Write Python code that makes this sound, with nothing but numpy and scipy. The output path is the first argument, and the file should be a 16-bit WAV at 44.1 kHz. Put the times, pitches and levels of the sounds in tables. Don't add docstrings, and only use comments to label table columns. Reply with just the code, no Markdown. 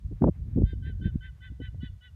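import sys
import numpy as np
from scipy import signal
from scipy.fft import rfft, irfft
from scipy.io import wavfile
from scipy.ndimage import uniform_filter1d, map_coordinates

SR = 44100
rng = np.random.default_rng(int(sys.argv[2]) if len(sys.argv) > 2 else 0)


def persist_wave(psi):
    counts = np.round(np.clip(psi, -1, 1) * 32767).astype(np.int16)
    wavfile.write(sys.argv[1], SR, np.atleast_2d(counts).T)


N = 94815


def amp(db):
    return 10 ** (np.asarray(db) / 20)


def unit(x):
    return x / np.sqrt(np.mean(x ** 2) + 1e-20)


def coloured_noise(n, points):
    hz, db = np.transpose(points)
    f = np.fft.rfftfreq(n, 1 / SR)
    curve = amp(np.interp(np.log(f + 1), np.log(hz), db))
    return irfft(rfft(rng.standard_normal(n)) * curve, n)


def wander(n, rate_hz):
    position = np.arange(n) * 2 * rate_hz / SR
    return map_coordinates(rng.standard_normal(1024), [position], order=3, mode="mirror")


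def bleat(length, top_hz, low_hz, whistle_db, octave_db, third_db, lower_db, upper_db, fall_db, rasp_db):
    arch = [(0, 1.0), (.06, .98), (.14, .971), (.33, .992), (.5, 1.0), (.62, .997), (.8, .971), (1, .935)]
    # offset/multiples of the low vibration, relative level/dB
    lower_tones = [(-1, -33), (1, 3.5), (2, -23)]
    # whistle harmonic, offset/multiples of the low vibration, level against the rasp noise/dB
    split_tones = [(1, .5, 3), (1, 1.5, -7), (1, 2, -7), (2, -1, -5), (2, .5, -9), (2, 1.5, -15)]
    # f/Hz, gain/dB
    rasp_eq = [(700, -57.5), (1100, -5.5), (1350, -39.5), (1600, -20), (1850, 5.5), (2120, -9.5),
               (2400, -12), (2700, -5), (2900, -9), (3300, -13), (3950, -9.5), (4500, -34), (6500, -45)]
    attack_s, release_s = .0032, .013
    low_delay_s, low_fade_s, low_early_stop_s = .007, .008, .012
    whistle_swell_db, harmonic_swell_db, side_swell_db, rasp_swell_db = 12.5, 5, 20, 36.5
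    jitter, low_jitter, shimmer, flicker_db = .0044, .035, .19, 2.2

    t = np.arange(0, length, 1 / SR)
    n = len(t)
    slack = 1 - np.sin(np.pi * t / length)
    bend = uniform_filter1d(np.interp(t / length, *np.transpose(arch)), size=400, mode="nearest")
    high_pitch = top_hz * bend * (1 + jitter * wander(n, 150))
    low_pitch = low_hz / bend ** 1.22 * (1 + low_jitter * (1 - slack) * wander(n, 140))
    high_phase = 2 * np.pi * np.cumsum(high_pitch) / SR
    low_phase = 2 * np.pi * np.cumsum(low_pitch) / SR

    def side_tone(harmonic, offset, db, wobble_rad=.4):
        level = amp(db + flicker_db * wander(n, 72))
        return level * np.sin(harmonic * high_phase + offset * low_phase + wobble_rad * wander(n, 63.3))

    whistle = amp(whistle_db - whistle_swell_db * slack) * np.sin(high_phase)
    harmonics = amp(octave_db) * np.sin(2 * high_phase) + amp(third_db) * np.sin(3 * high_phase)
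    whistle += amp(-harmonic_swell_db * slack) * harmonics

    sides = sum(side_tone(1, offset, lower_db + db) for offset, db in lower_tones)
    sides += side_tone(2, 1, upper_db) + side_tone(2, 1.86, upper_db - fall_db)
    sides += side_tone(2, -1, lower_db - 18.5 - 20 * slack)
    coupling = np.clip(np.minimum(t - low_delay_s, length - low_early_stop_s - t) / low_fade_s, 0, 1)
    sides *= coupling * amp(-side_swell_db * slack ** 2.25)

    split = sum(side_tone(*row, wobble_rad=1) for row in split_tones)
    rasp_noise = unit(coloured_noise(SR, rasp_eq))[:n]
    rasp = amp(rasp_db - rasp_swell_db * slack) * (rasp_noise + split)
    gate = np.minimum(t / attack_s, 1) * np.minimum((length - t) / release_s, 1)
    return gate * (whistle * (1 + shimmer * wander(n, 59)) + sides + rasp)


def guanaco():
    # fundamental, octave,
    # third harmonic, lower side tones, upper side tone; drop to the next side tone/dB, rasp level/dB
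    bleats = [(0.647, .108, 1581, 479.5, -56, -63.5, -78.5, -69.5, -64, 13.5, -70),
              (.822, 0.11, 1569, 451.7, -50.5, -62, -85, -67, -69.5, 2, -64),
              (1.012, 0.1, 1559, 466, -48, -58.5, -81.5, -70, -61, 13, -63.5),
              (1.206, 0.1, 1556, 462, -48, -57.5, -90, -61.5, -66.5, 28.5, -63.5),
              (1.405, 0.098, 1544, 459, -51, -60, -88, -59, -61.5, 15.5, -64.5),
              (1.602, 0.095, 1538, 447, -51.5, -53.5, -103, -58.5, -66.5, 1, -62.5),
              (1.804, 0.094, 1519, 455, -57, -55.5, -77, -61, -58.5, 6.5, -66.5),
              (2.009, 0.092, 1512, 454, -58, -58, -91, -63, -64, 6, -70.5)]
    calls = np.zeros(N)
    for start, *voice in bleats:
        call = bleat(*voice)
        onset = round(start * SR)
        calls[onset:onset + len(call)] += call
    return calls


def land_scatter(calls):
    # f/Hz, gain/dB
    tail_eq = [(800, 5.5), (1550, -7), (2000, -4.5), (2950, -11.5), (3500, -5), (5000, -14.5)]
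    send_db, t60_s, predelay_s = -19, .5, .0097
    t = np.arange(SR) / SR
    tail = coloured_noise(SR, tail_eq) * amp(-60 * t / t60_s) * np.clip(t / predelay_s - 1, 0, 1)
    tail /= np.sqrt(np.mean(abs(rfft(tail)[1400:1700]) ** 2))
    return amp(send_db) * signal.fftconvolve(calls, tail)[:N]


def gusts():
    # t/s, length/s, level/dB, low-pass corner/Hz
    buffets = [(.03, 0.029, -34.5, 116), (.109, 0.025, -34.5, 290), (0.21, .092, -20, 340),
               (0.2204, 0.0053, -29, 860), (0.238, 0.0087, -20, 678), (0.239, 0.016, -46.5, 1208),
               (0.241, 0.03, -27.5, 131.2), (0.267, .028, -25, 546), (0.354, 0.083, -44.5, 197),
               (0.45, .12, -41.5, 184.7), (.556, 0.088, -23.5, 250), (0.569, 0.026, -28, 370),
               (0.618, 0.0052, -22, 325), (0.634, 0.012, -16, 110), (0.726, 0.015, -38, 320),
               (0.747, .17, -46.5, 207), (0.864, 0.0096, -40, 323), (0.888, 0.019, -44, 320),
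               (0.993, 0.056, -36, 217), (1.049, 0.0353, -24.5, 224), (1.138, 0.029, -28, 206),
               (1.154, 0.0074, -19.5, 259), (1.496, 0.033, -49.5, 248), (1.594, 0.029, -38, 308),
               (1.744, 0.0053, -41, 354), (1.829, 0.0083, -32.5, 227), (1.833, 0.02, -37, 177),
               (1.89, 0.015, -35.5, 132)]
    fade_s, order = .0069, 4.37
    top_ratio, top_order = 2.82, 2.4
    f = np.fft.rfftfreq(N, 1 / SR)
    wind = np.zeros(N)
    for start, length, db, corner_hz in buffets:
        t = np.arange(N) / SR - start
        ramp = np.clip(np.minimum(t, length - t) / min(fade_s, length / 2), 0, 1)
        burst = np.sin(np.pi / 2 * ramp) ** 2 * rng.standard_normal(N)
        lowpass = 1 / np.sqrt(1 + (f / corner_hz) ** (2 * order))
        lowpass /= np.sqrt(1 + (f / (top_ratio * corner_hz)) ** (2 * top_order))
        eddies = irfft(rfft(burst) * lowpass, N)
        wind += amp(db) * unit(eddies) * np.sqrt(length * SR / N)
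    return wind


def wind_rumble():
    # t/s, relative level/dB
    strength = [(0.0, -53.5), (0.04, -36), (0.19, -44), (0.21, -33.5), (0.26, -19), (0.35, -45.5),
                (0.41, -34.5), (0.44, -39.5), (0.65, -29), (0.69, -34.5), (1.17, -39.5), (1.21, -45.5),
                (1.32, -42), (1.37, -52), (1.6, -40), (1.92, -42.5), (2.03, -61.5), (2.15, -45.5)]
    # f/Hz, gain/dB
    rumble_eq = [(12, -59), (28, -36), (45, 1.5), (62, 5.5), (100, 0), (150, -8), (220, -25.5), (350, -37),
                 (600, -48), (1500, -88.5)]
    gain_db, flutter_db, flutter_hz = 1.5, 2.5, 22
    level_db = np.interp(np.arange(N) / SR, *np.transpose(strength)) + flutter_db * wander(N, flutter_hz)
    eddies = coloured_noise(N, rumble_eq)
    eddies /= np.sqrt(abs(uniform_filter1d(eddies ** 2, 1800)) + 1e-12)
    return amp(gain_db + level_db) * eddies


def grass():
    # f/Hz, gain/dB
    hiss_eq = [(100, -1.5), (500, 6.5), (1000, 5.5), (2000, 1), (3500, 0.5), (5000, -3), (6500, -3),
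               (7600, -6), (9500, -6), (10300, -10), (11200, -7), (15500, -14.5)]
    # f/Hz, gain/dB
    rustle_eq = [(150, 5), (700, 6), (1200, 2.5), (2100, 4), (3500, -11.5), (6500, -31), (10000, -20),
                 (15000, -18)]
    # centre t/s, half width/s, level/dB
    rustles = [(.0, .05, -89), (.19, .07, -72.5), (0.359, .035, -69.5), (.53, .07, -72.5),
               (1.138, .04, -74), (1.379, .025, -73)]
    hiss_db = -75.5
    t = np.arange(N) / SR
    hiss = amp(hiss_db) * unit(coloured_noise(N, hiss_eq))
    swells = sum(amp(db) * np.exp(-((t - centre) / width) ** 2) for centre, width, db in rustles)
    return hiss + swells * unit(coloured_noise(N, rustle_eq))


def scene():
    air = wind_rumble() + grass()
    calls = guanaco()
    return (calls + land_scatter(calls) + air + gusts())[None]


def record(dry):
    low_cut_hz, high_cut_hz = 36, 15700
    low_cut = signal.butter(4, low_cut_hz, "highpass", fs=SR, output="sos")
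    high_cut = signal.firwin(511, high_cut_hz, window=("kaiser", 9), fs=SR)
    return signal.oaconvolve(signal.sosfilt(low_cut, dry), high_cut[None], "same")


dry = scene()
out = record(dry)
persist_wave(out)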